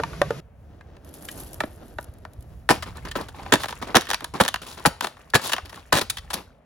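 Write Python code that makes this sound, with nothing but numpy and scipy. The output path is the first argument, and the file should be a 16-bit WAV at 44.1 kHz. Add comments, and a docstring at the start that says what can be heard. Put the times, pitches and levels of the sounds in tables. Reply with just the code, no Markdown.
"""Hollow pops: a big empty plastic bottle springs out from under a car tyre. The background drops to a
quiet yard. Liquid sloshes in the bottle, then pours out and drums on the car's bonnet with spray and drops.
The bottle is dropped on wet paving and stomped flat amid dull, wet footsteps: each stomp is a rush of
buckling folds over a thud, and the wall snaps back as the boot scuffs off it.
Air rumbles on two closely spaced microphone ports."""
import sys
import numpy as np
from scipy import signal
from scipy.fft import rfft, irfft, next_fast_len
from scipy.io import wavfile
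from scipy.ndimage import uniform_filter1d, minimum_filter1d, map_coordinates

SR = 44100
rng = np.random.default_rng(int(sys.argv[2]) if len(sys.argv) > 2 else 0)


def persist_wave(psi):
    """Save psi, clipped to +-1, as 16-bit WAV."""
    counts = np.round(np.clip(psi, -1, 1) * 32767).astype(np.int16)
    wavfile.write(sys.argv[1], SR, np.atleast_2d(counts).T)


N = 293265
BLOW = 8192  # samples per impact
TIME_S, BLOW_S = np.arange(N) / SR, np.arange(BLOW) / SR
CRACK_S = 0.0025  # rms window for a crack's level


def amp(db):
    return 10 ** (np.asarray(db) / 20)


def unit(x):
    return x / np.sqrt(np.mean(x ** 2) + 1e-20)


def at_hz(points, hz):
    """Interpolate on a log frequency axis."""
    f, values = np.transpose(points)
    return np.interp(np.log(hz + 1), np.log(f + 1), values)


def at_time(points, s):
    return np.interp(s, *np.transpose(points))


def wobble(rate_hz):
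    """Smooth random curve."""
    return map_coordinates(rng.standard_normal(int(N * rate_hz / SR) + 4), [TIME_S * rate_hz])


def filtered(x, response):
    """Apply a complex frequency response."""
    size = x.shape[-1]
    padded = next_fast_len(size + BLOW)
    return irfft(rfft(x, padded) * response(np.fft.rfftfreq(padded, 1 / SR)), padded)[..., :size]


def minimum_phase(db):
    cepstrum = irfft(np.log(amp(db)))
    half = cepstrum.shape[-1] // 2
    cepstrum[..., 1:half] *= 2
    cepstrum[..., half + 1:] = 0
    return np.exp(rfft(cepstrum))


def add(track, s, x):
    start = max(round(s * SR), 0)
    track[:, start:start + x.shape[1]] += x[:, :N - start]


# Port likeness: f/Hz, left-right coherence/1
PORT_COHERENCE = [(60, .92), (150, .96), (350, .95), (650, .88), (1100, .78), (1700, .88), (2100, .62),
                  (3300, .62), (6000, .5), (7500, .4), (9000, .8), (16000, .85)]
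# Port balance: f/Hz, left minus right/dB
PORT_BALANCE = [(60, -1), (200, -3), (350, -4.5), (650, 4.5), (950, 3), (1300, 5.5), (1800, -3.5),
                (2200, 5.5), (3500, 1), (5300, 4.5), (7500, 0), (15000, 1)]
# Port phase: f/Hz, left lead/rad
PORT_LEAD = [(150, 0), (350, .3), (500, .8), (780, 1.1), (1100, .3), (1550, -.1), (2000, .9), (5000, 1.2),
             (5800, -.5), (7200, -.5), (8000, -3.1), (10900, -6.3), (13400, -9.4), (16000, -12.5)]


def ports(pair):
    """Two independent signals become left and right at closely spaced ports."""
    def blend(hz):
        angle = np.arccos(np.clip(at_hz(PORT_COHERENCE, hz), 0, 1)) / 2
        return np.array([np.cos(angle), np.sin(angle)])

    def steer(hz):
        left = amp(at_hz(PORT_BALANCE, hz) / 2) * np.exp(.5j * at_hz(PORT_LEAD, hz))
        return np.array([left, 1 / left])

    mid, side = filtered(pair, blend)
    return filtered(np.array([mid + side, mid - side]), steer)


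def coloured(pair, spectrum):
    """Shaped stereo signal, rms 1."""
    return unit(ports(filtered(pair, lambda hz: amp(at_hz(spectrum, hz)))))


def noise(spectrum):
    return coloured(rng.standard_normal((2, N)), spectrum)


def ticks(size, per_s, spread_db, bed):
    """Uneven random impulses on a noise bed."""
    hit = rng.random(size) < per_s / SR
    strength = amp(spread_db * np.minimum(rng.standard_normal(size), 2))
    return unit(hit * strength * rng.standard_normal((2, size))) + bed * rng.standard_normal((2, size))


def grains(per_s, cycles, spread_db, low_hz=900, span_hz=14000, size=256):
    """Damped sine ticks of random pitch, strength, time and direction."""
    pitch, strength, onset, direction = rng.random((int(per_s * N / SR), 4)).T[:, :, None]
    t = np.arange(size) / SR
    hz = low_hz + span_hz * pitch ** 2
    tick = np.sin(2 * np.pi * hz * t) * np.exp(-hz * t / cycles)
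    strength_db = spread_db * np.minimum(-np.log(1 - strength), np.e)
    tick *= amp(strength_db) * hz ** .75  # high ticks: shorter and rarer, so stronger
    where = ((onset * N).astype(int) + np.arange(size)).ravel()
    sides = np.cos(2 * np.pi * direction), np.sin(2 * np.pi * direction)
    return unit(np.array([np.bincount(where, (tick * gain).ravel(), N)[:N] for gain in sides]))


def damped(x, edge_hz=3500):
    """Plastic absorbs treble."""
    return unit(filtered(x, lambda hz: 1 / (1 + 1j * hz / edge_hz)))


def dispersed(x, lag_s=0.01082, corner_hz=172.7):
    """Low bending waves travel slower, so each crack falls in pitch."""
    return filtered(x, lambda hz: np.exp(-2j * np.pi * lag_s * corner_hz * np.log1p(hz / corner_hz)))


def tilt_db(hz, body_db, bright_db, top_db):
    """Small, bright sources trade bass for treble; large, dull ones lose their top."""
    bass_db = body_db + min(-.4 * bright_db, 7)
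    tick_db = top_db + 1.28 * bright_db
    dull_db = min(bright_db, 0)
    return at_hz([(330, bass_db), (800, 0), (1850, 0), (2300, dull_db), (3500, bright_db),
                  (5500, bright_db + .6 * dull_db), (9500, tick_db + .6 * dull_db)], hz)


def flip(length_s, shiver_db=-20, shiver_t60_s=.045, rise_s=.0009):
    """Force of one fold flipping: a short crack, then the sheet's faint, duller shiver."""
    crack, shiver = rng.standard_normal((2, 2, BLOW))
    crack = amp(-60 * (BLOW_S / length_s) ** 1.5) * crack
    shiver = amp(shiver_db - 60 * BLOW_S / shiver_t60_s) * damped(shiver)
    return (1 - np.exp(-BLOW_S / rise_s)) * (crack + shiver)


# Wall spectrum: f/Hz, level/dB
WALL_SPECTRUM = [(40, -37.5), (100, -8.5), (170, 0.5), (330, -4), (480, -6.5), (900, -3.5), (1300, -4.5),
                 (1800, -1.5), (2100, -6.5), (2700, -7), (3600, -9), (6000, -15.5), (11000, -17.5),
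                 (16000, -23)]
# Bottle resonances: f/Hz, width/Hz, level/dB
BOTTLE_MODES = [(347, 54, -3.5), (670, 830, 5.5), (944, 70, -5), (1830, 65, -4.5), (3960, 1100, -5)]


def bottle(force, window_s, db, body_db, bright_db, low_hz, dents_hz, dent_db=6.5, top_db=-1):
    """A force rings the bottle, its small facets and fresh dents; db is the rms over window_s."""
    detunes = np.exp(.03 * rng.standard_normal(len(BOTTLE_MODES)))
    facets_hz = np.geomspace(2800, 10000, 4) * 2 ** rng.uniform(-.3, .3, 4)
    modes = [(f * detune, width, level) for (f, width, level), detune in zip(BOTTLE_MODES, detunes)]
    modes += [(f, f / 11, 1) for f in facets_hz]
    modes += [(f, 48 + f / 23, dent_db) for f in dents_hz]
    modes = [(f, width, level + 3 * rng.standard_normal()) for f, width, level in modes]
    # fine structure from the force, broad colour from the wall
    force_power = np.abs(rfft(force, 2 * BLOW)) ** 2
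    force_db = 10 * np.log10(np.abs(uniform_filter1d(force_power, size=160)) + 1e-12)

    def body(hz):
        peaks = sum(amp(level) ** 2 / (1 + (2 * (hz - f) / width) ** 2) for f, width, level in modes)
        low_shelf = amp(-18.5) ** 2 + 1 / (1 + (low_hz / (hz + 1)) ** 8)
        wall_db = at_hz(WALL_SPECTRUM, hz) + tilt_db(hz, body_db, bright_db, top_db)
        return minimum_phase(wall_db + 10 * np.log10((1 + 2 * peaks) * low_shelf) - force_db)

    ring = ports(filtered(force, body))
    rms = np.sqrt(np.mean(ring[:, :int(window_s * SR) + 1] ** 2))
    return amp(db) * dispersed(ring) / rms


# Panel pops: t/s, ring level/dB, f/Hz, crack level/dB
PANEL_POPS = [(0.0, -20, 452, -27.5), (0.0347, -22, 915, -22.5), (0.132, -34, 1157, -38),
              (0.216, -10.5, 577, -14), (0.306, -15.5, 455, -25), (0.809, -44.5, 1640, -44.5),
              (1.287, -34, 1914, -58), (1.604, -24, 1840, -24), (3.345, -39.5, 850, -48),
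              (3.397, -34, 800, -51.5), (3.462, -32.5, 775, -35), (3.725, -36, 950, -28),
              (5.168, -51, 1100, -43.5), (5.581, -28, 997, -24.5), (5.774, -37, 1087, -42.5)]
# Panel modes: f/pitch, level/dB, t60/s
PANEL_MODES = [(.71, -26, 0.18), (0.999, 2.5, 0.052), (1.269, -4, 0.058), (1.96, -17, 0.11),
               (2.7, -16.5, 0.086), (3.15, -2, 0.021)]


def pops(edge_hz=2600, crack_length_s=0.0075, rise_s=0.00015):
    """Whole panels pop with a hollow pitch; the plastic mutes their highest modes."""
    out = np.zeros((2, N))
    for s, ring_db, pitch_hz, crack_db in PANEL_POPS:
        ring = 0
        for ratio, db, t60_s in PANEL_MODES:
            hz = pitch_hz * ratio
            tone = np.sin(2 * np.pi * (hz * BLOW_S + rng.random()))
            ring += amp(db - 60 * BLOW_S / t60_s) * tone / (1 + (hz / edge_hz) ** 4)
        crack = bottle(flip(crack_length_s), CRACK_S, crack_db, body_db=-4, bright_db=-3,
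                       low_hz=pitch_hz / 2, dents_hz=[pitch_hz], top_db=-4)
        add(out, s, crack + amp(ring_db) * ring * (1 - np.exp(-BLOW_S / rise_s)))
    return out


# Background by the wheel: f/Hz, level/dB
WHEEL_SPECTRUM = [(24, -37), (40, -23), (155, 7), (204, -9.5), (663, -11), (831, -22), (918, -17),
                  (4800, -26.5), (5870, -27.5), (8550, -37), (11300, -32.5), (12500, -34), (13400, -43.5),
                  (16000, -72)]
# Open-air background: f/Hz, level/dB
YARD_SPECTRUM = [(71, -35), (120, 1), (278, -4.5), (341, -21.5), (463, -4.5), (670, -5.5), (968, -16),
                 (1070, -16.5), (2700, -26.5), (16000, -90)]


def background(wheel_db=-37.5, yard_db=-57.5, switch_s=0.4036, fade_s=0.0014):
    """The scene changes: steady noise by the wheel gives way at once to quieter yard noise."""
    by_wheel = np.clip((switch_s - TIME_S) / fade_s, 0, 1)
    wheel = by_wheel * amp(wheel_db) * noise(WHEEL_SPECTRUM)
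    return wheel + (1 - by_wheel) * amp(yard_db) * noise(YARD_SPECTRUM)


# Air on the ports: t/s, level/dB
WIND_LEVEL = [(0.0, -44.5), (0.2, -45), (0.46, -52.5), (2.26, -50.5), (2.9, -41.5), (3.13, -44),
              (3.72, -51), (4.87, -55), (5.09, -62.5), (6.24, -48.5), (6.65, -63.5)]
# Wind rumble: f/Hz, level/dB
WIND_SPECTRUM = [(20, -48), (45, -1), (75, 0.5), (130, -8), (220, -20), (500, -52)]


def wind(gain_db=3.5, gust_db=2):
    """Moving air buffets the ports."""
    return amp(at_time(WIND_LEVEL, TIME_S) + gain_db + gust_db * wobble(17)) * noise(WIND_SPECTRUM)


# Liquid sloshing, then pouring: t/s, level/dB
LIQUID_FLOW = [(.65, -9.5), (.98, -12.5), (1.12, -4.5), (1.25, -3), (1.42, -0.5), (1.55, -5), (1.7, -6.5),
               (2.04, -10), (2.12, -14), (2.65, -13)]
# Slosh and drumming bonnet: f/Hz, level/dB
LIQUID_SPECTRUM = [(100, -4), (200, 0), (320, 1.5), (480, -3.5), (700, -4.5), (1000, -14), (1350, -15.5),
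                   (1820, -17), (2200, -26), (3000, -23.5), (6000, -31), (12000, -54)]
# Spray and drops: f/Hz, level/dB
SPRAY_SPECTRUM = [(900, -4.5), (1800, -16.5), (3000, -7.5), (6000, -7), (9000, -3), (12000, 3),
                  (16000, -14)]


def slosh_and_pour(body_db=-42, spray_db=-44.5, spray_db_per_db=2.13, lag_s=0.028, lands_s=1):
    """Liquid sloshes in the bottle, then pours out and drums on the bonnet; more flow, more spray."""
    slaps = amp(2.5 * wobble(25)) * ticks(N, per_s=900, spread_db=2, bed=1)
    body = amp(body_db + at_time(LIQUID_FLOW, TIME_S)) * coloured(slaps, LIQUID_SPECTRUM)
    drops = grains(per_s=3200, cycles=2, spread_db=4)
    flutter_db = 2.5 * wobble(32.03)
    hiss = amp(-6) * rng.standard_normal((2, N))
    level_db = spray_db + spray_db_per_db * at_time(LIQUID_FLOW, TIME_S - lag_s) + flutter_db
    onset = np.clip((TIME_S - lands_s) / 0.078, 0, 1)
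    spray = onset * amp(level_db) * coloured(drops + hiss, SPRAY_SPECTRUM)
    return (body + spray) * np.interp(TIME_S, [.58, .75, 2.6, 2.7], [0, 1, 1, 0])


# Fold flips: t/s, level/dB, brightness/dB, low edge/Hz, f/Hz, length/s
FOLD_SNAPS = [(0.966, -48.5, -0.5, 400, 593, 0.013), (1.285, -33.5, 3, 1300, 1740, 0.022),
              (1.603, -21, -1, 556, 730, 0.025), (1.635, -22, -6.5, 220, 363, 0.014),
              (1.984, -24.5, -7, 520, 833, 0.014), (2.25, -31.5, -5, 546, 790, 0.0081),
              (2.823, -31, 3, 600, 1190, 0.046), (2.97, -40.5, 22, 900, 2350, 0.008),
              (2.978, -42.5, -12, 900, 1480, 0.02), (3.05, -37, 0.5, 1100, 1700, 0.032),
              (3.07, -41, -9, 1200, 2870, 0.023), (3.084, -40, 2, 1200, 2660, 0.022),
              (3.112, -33, 4, 1300, 1800, 0.027), (3.211, -37.5, 13.5, 600, 1240, 0.017),
              (3.284, -39, 7.5, 280, 840, 0.033), (3.431, -42, 2.5, 700, 1150, .012),
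              (3.555, -19.5, 2, 250, 1020, 0.01), (3.603, -33.5, -8, 650, 1150, 0.015),
              (3.634, -23, 4, 750, 1120, 0.0075), (3.64, -23.5, 0, 517, 1070, 0.018),
              (3.656, -26.5, 3.5, 400, 795, .012), (3.683, -29.5, 7, 750, 930, 0.02),
              (3.691, -30.5, 2.5, 900, 1680, .0067), (3.707, -34, 7.5, 700, 950, .01),
              (3.823, -32.5, 4.5, 590, 1120, 0.019), (4.009, -26, 11, 1200, 3800, 0.0085),
              (4.018, -30, 5.5, 1200, 1800, 0.0066), (4.053, -38.5, 2.5, 900, 1800, .01),
              (4.069, -32, -1, 1400, 1840, 0.0057), (4.089, -31.5, 7, 700, 1000, 0.021),
              (4.102, -17.5, 5.5, 650, 1100, 0.0069), (4.112, -16.5, 3.5, 450, 970, 0.0048),
              (4.132, -19, 4, 870, 1790, 0.016), (4.143, -16, 4.5, 750, 2360, 0.0074),
              (4.206, -32, 2.5, 800, 1260, 0.0069), (4.243, -24.5, 9, 700, 976, .012),
              (4.436, -22.5, 6, 700, 2180, 0.0055), (4.449, -22, 4.5, 450, 1005, 0.016),
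              (4.46, -23, -0.5, 450, 1600, 0.0079), (4.479, -17, 8, 855, 1740, 0.0075),
              (4.485, -19, 7.5, 595, 1100, 0.0091), (4.5407, -17.5, 3, 805, 1630, .01),
              (4.558, -24, -1, 830, 1700, 0.01), (5.0075, -18.5, 3.5, 776, 920, 0.01),
              (5.043, -20.5, -0.5, 517, 750, .016), (5.069, -24.5, 7, 516, 650, 0.011),
              (5.212, -50, -3, 1500, 2980, .014), (5.3, -45.5, 18, 1200, 2620, 0.017),
              (5.394, -29, -7, 500, 680, .012), (5.493, -27.5, 5, 760, 1750, 0.031),
              (5.5185, -22.5, 2, 750, 1720, .0073), (5.523, -20.5, 7, 810, 1650, .0041),
              (5.532, -15, 5.5, 706, 1670, 0.012), (5.536, -23, 6, 480, 1000, 0.018),
              (5.543, -36.5, -11.5, 278, 544, 0.034), (5.564, -26.5, -1, 700, 1210, 0.0052),
              (5.655, -41.5, 8, 1500, 3000, .02), (5.693, -42, 6.5, 800, 1100, 0.039),
              (5.727, -35.5, 0.5, 700, 1000, 0.012), (5.742, -42.5, 4, 800, 1050, 0.017),
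              (5.758, -41.5, 10, 900, 1250, 0.0087), (5.97, -20.5, 10, 450, 1010, 0.031),
              (6.098, -19.5, 14, 1190, 1320, 0.027), (6.169, -31, 5.5, 884, 1910, 0.028),
              (6.182, -32, 5.5, 900, 1950, 0.028), (6.302, -31.5, 5.5, 596, 880, 0.047)]


def snaps(body_db=5.5, overtone_ratio=1.73):
    """Single folds flip under the fingers or spring back behind the boot, each with two resonances."""
    out = np.zeros((2, N))
    for s, db, bright_db, low_hz, pitch_hz, length_s in FOLD_SNAPS:
        dents_hz = [pitch_hz, overtone_ratio * pitch_hz]
        add(out, s, bottle(flip(length_s), CRACK_S, db, body_db, bright_db, low_hz, dents_hz))
    return out


# Largest drops: t/s, level/dB
LARGE_DROPS = [(1.047, -44.5), (1.091, -44), (1.14, -36.5), (1.151, -44), (1.185, -58), (1.224, -39),
               (1.252, -31.5), (1.314, -33), (1.326, -39.5), (1.377, -38.5), (1.403, -33.5), (1.532, -34.5),
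               (1.543, -33), (1.751, -64), (1.882, -48.5), (2.001, -47), (2.01, -40.5), (2.028, -41),
               (2.043, -41), (2.138, -49), (2.185, -54), (2.334, -45.5), (2.408, -48), (2.425, -45)]


def spatters(count=36, from_s=1.05, until_s=2.5, small_db=-44, db_per_flow_db=2.2, t60_s=0.02):
    """Drops burst on the paint: large ones among random small ones whose level follows the flow."""
    envelope = np.zeros((2, N))
    times_s = rng.uniform(from_s, until_s, count)
    levels_db = small_db + db_per_flow_db * at_time(LIQUID_FLOW, times_s) + 3 * rng.standard_normal(count)
    for s, db in [*LARGE_DROPS, *zip(times_s, levels_db)]:
        add(envelope, s, amp(db - 60 * BLOW_S / t60_s)[None])
    return envelope * noise(SPRAY_SPECTRUM)


# Handling bumps: t/s, level/dB
HANDLING_BUMPS = [(1.971, -31), (2.096, -30), (2.392, -28.5), (2.893, -30.5), (3.239, -47), (5.639, -31.5),
                  (6.197, -34)]


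def bumps(width_s=0.0056, hz=72):
    """Handling rocks the microphone: soft, low pulses."""
    out = np.zeros(N)
    for s, db in HANDLING_BUMPS:
        t = TIME_S - s
        out += amp(db) * np.exp(-.5 * (t / width_s) ** 2) * np.cos(2 * np.pi * hz * t)
    return out


# Bottle dropped, stomped, kicked: t/s, resist/s, buckle/s, level/dB, brightness/dB,
# low edge/Hz, large dent/Hz, small dent/Hz, thud level/dB
IMPACTS = [(2.6888, 0.0015, 0.02, -12, -1, 220, 765, 1770, -20),
           (3.152, .0015, .0082, -24, -4.5, 220, 540, 1320, -23),
           (3.5201, 0.0013, .016, -9.5, -0.5, 230, 680, 1630, -12.5),
           (3.9442, 0.0074, .016, -7.5, 1.5, 260, 480, 1500, -12.5),
           (4.3989, 0.0024, 0.0096, -9, 1, 220, 520, 1280, -14),
           (4.8504, 0.0076, 0.0041, -10.5, 1.5, 380, 855, 1400, -8.5),
           (5.3355, 0.0085, .015, -12, 1.5, 330, 880, 1680, -13),
           (5.922, 0.003, 0.003, -11, 1, 260, 990, 1610, -17),
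           (5.937, 0.0018, 0.052, -21, 4.5, 220, 603, 990, -26.5),
           (6.01, 0.0005, 0.0056, -22.5, 5.5, 280, 620, 1330, -25),
           (6.331, 0.0011, 0.0093, -23.5, 10, 280, 700, 1080, -27.5)]


def crushes(t60_s=0.045, flutter_db=-12, flutter_t60_s=0.078, crack_length_s=0.012, body_db=3):
    """A dull touch; folds buckle in a rush until the wall bottoms out with a crack and flutters."""
    out = np.zeros((2, N))
    for s, resist_s, buckle_s, db, bright_db, low_hz, *dents_hz, _ in IMPACTS:
        after_s = np.maximum(BLOW_S - buckle_s, 0)
        load = amp(-np.minimum(BLOW_S / buckle_s, 1))  # eases by 1 dB
        folds = ticks(BLOW, per_s=1300, spread_db=2.5, bed=.28) * amp(-60 * after_s / t60_s)
        flutter = amp(flutter_db - 60 * after_s / flutter_t60_s) * damped(rng.standard_normal((2, BLOW)))
        touch = bottle(flip(crack_length_s), CRACK_S, db - 3.5, body_db - 7, bright_db - 10.5,
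                       low_hz, dents_hz, dent_db=4.5)
        rush = bottle(load * (folds + flutter), buckle_s + CRACK_S, db, body_db, bright_db,
                      low_hz, dents_hz, dent_db=4.5)
        last_fold = bottle(flip(crack_length_s), CRACK_S, db - 5, body_db, bright_db + 8, low_hz, [])
        add(out, s, touch)
        add(out, s + resist_s, rush)
        add(out, s + resist_s + buckle_s, last_fold)
    return out


# Small creases: f/Hz, level/dB
CREASE_SPECTRUM = [(200, -4.5), (400, -0.5), (900, -7.5), (1800, -7), (2500, -10), (4000, -17), (7000, -16),
                   (11000, -16.5), (16000, -23)]


def creases(settle_db=-47.5, t60_s=0.9, rustle_db=-55, fade_s=0.48):
    """Creases tick and crinkle while the bottle is pushed about, and settle after each crush."""
    settling = sum((TIME_S > s) * amp(db + settle_db - 60 * np.abs(TIME_S - s) / t60_s)
                   for s, _, _, db, *_ in IMPACTS)
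    first_s, last_s = IMPACTS[0][0], IMPACTS[-1][0]
    pushed = (TIME_S > first_s) * np.clip(1 - (TIME_S - last_s) / fade_s, 0, 1) ** 2
    clusters = unit(amp(5 * wobble(25)) * grains(per_s=1100, cycles=1, spread_db=3))
    crinkles = amp(-6) * grains(per_s=130, cycles=4, spread_db=4, low_hz=800, span_hz=4000, size=768)
    rubbing = amp(-7) * rng.standard_normal((2, N))
    texture = coloured(clusters + crinkles + rubbing, CREASE_SPECTRUM)
    return np.hypot(settling, amp(rustle_db) * pushed) * texture


# Weight on paving: f/Hz, level/dB
THUD_SPECTRUM = [(30, -27), (70, -2.5), (110, 2.5), (160, 0), (240, 1), (400, -19.5), (900, -29)]


def thuds(lag_s=0.01353, rise_s=0.0016, t60_s=0.07):
    """Weight lands on the paving just after the first touch."""
    envelope = np.zeros((2, N))
    for s, *_, db in IMPACTS:
        push = amp(db - 60 * BLOW_S / t60_s) * (1 - np.exp(-BLOW_S / rise_s))
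        add(envelope, s + lag_s, push[None])
    return envelope * noise(THUD_SPECTRUM)


# Dull, wet footsteps and brighter scrapes on paving: t/s, length/s, level/dB, brightness/dB
STEPS_AND_SCUFFS = [(2.714, 0.0062, -21.5, 2.5), (2.858, 0.025, -38.5, -1), (2.952, 0.029, -44, 0),
                    (3.047, 0.035, -37.5, -4), (3.161, 0.052, -31.5, -2.5), (3.338, 0.17, -42.5, -1),
                    (3.595, 0.032, -35.5, 9.5), (3.697, 0.009, -37.5, 4), (3.815, 0.013, -30.5, -1.5),
                    (3.867, 0.041, -34.5, -2.5), (4.086, 0.012, -35.5, 5.5), (4.219, 0.0057, -36.5, -4),
                    (4.337, 0.024, -30, -1), (4.44, 0.0074, -41, 3), (4.617, 0.0048, -35, 5.5),
                    (4.663, 0.066, -39.5, 9), (4.77, 0.031, -39, 2), (5.021, 0.023, -29.5, 4),
                    (5.412, 0.039, -33, 10), (5.435, 0.054, -31.5, 11), (5.65, 0.012, -45, 2),
                    (5.718, 0.077, -47, 2), (6.348, 0.04, -36.5, 0.5)]
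# Sole on paving: f/Hz, level/dB
SOLE_SPECTRUM = [(50, -21.5), (140, 5), (330, 5), (950, 3.5), (1600, -3), (2300, -4), (4000, -7),
                 (6500, -14), (11000, -15.5), (16000, -21)]


def steps_and_scuffs(rise_share=0.063, t60_s=0.17, gain_db=-1, body_db=4):
    """Dull, wet footsteps and brighter scrapes of grit; longer contacts build more slowly."""
    out = np.zeros((2, N))
    grit = grains(per_s=2000, cycles=1.5, spread_db=3) + amp(-3) * rng.standard_normal((2, N))
    for s, length_s, db, bright_db in STEPS_AND_SCUFFS:
        attack = 1 - np.exp(-BLOW_S / (rise_share * length_s))
        release = amp(-60 * np.maximum(BLOW_S - length_s, 0) / t60_s)
        contact = filtered(grit[:, round(s * SR):][:, :BLOW],
                           lambda hz: amp(at_hz(SOLE_SPECTRUM, hz) + tilt_db(hz, body_db, bright_db, 0)))
        add(out, s, amp(db + gain_db) * attack * release * unit(contact))
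    return ports(out)


# Yard decay: f/Hz, t60/s
YARD_DECAY = [(150, 0.26), (1000, 0.25), (4000, 0.37), (14000, 0.25)]


def yard_echo(x, delay_s=0.0033, gain_db=-18):
    """Car and walls scatter a short, diffuse echo."""
    hz, t, spectra = signal.stft(rng.standard_normal((2, SR // 2)), SR, nperseg=256)
    decay = amp(-60 * t / at_hz(YARD_DECAY, hz)[:, None])
    _, tail = signal.istft(spectra * decay, SR, nperseg=256)
    tail = np.pad(tail / np.linalg.norm(tail[0]), ((0, 0), (int(delay_s * SR), 0)))
    return amp(gain_db) * ports(signal.fftconvolve(x, tail, axes=1)[:, :N])


# Bottle position: t/s, left minus right/dB
BOTTLE_BALANCE = [(0, -1), (1.6, -1.5), (2.7, -0.5), (3.9, -1.5), (4.54, -2), (4.87, 1.5), (5.35, 0.5),
                  (5.56, 0), (5.93, 0.5), (6.4, .5)]


def scene():
    """Bottle and boots, panned and echoed, with thuds, creases, liquid and open air."""
    pan_db = at_time(BOTTLE_BALANCE, TIME_S)
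    direct = (crushes() + snaps() + steps_and_scuffs() + pops()) * amp([pan_db / 2, -pan_db / 2])
    solids = direct + yard_echo(direct) + thuds() + creases()
    return solids + slosh_and_pour() + spatters() + background() + wind() + bumps()


def record(dry, top_hz=16000):
    """Fast limiter at full scale, then a steep low-pass."""
    needed = np.minimum(1, 1 / (np.abs(dry).max(0) + 1e-9))
    gain = uniform_filter1d(minimum_filter1d(needed, size=129), size=65)
    return filtered(dry * gain, lambda hz: 1 / np.sqrt(1 + (hz / top_hz) ** 160))


dry = scene()
out = record(dry)
persist_wave(out)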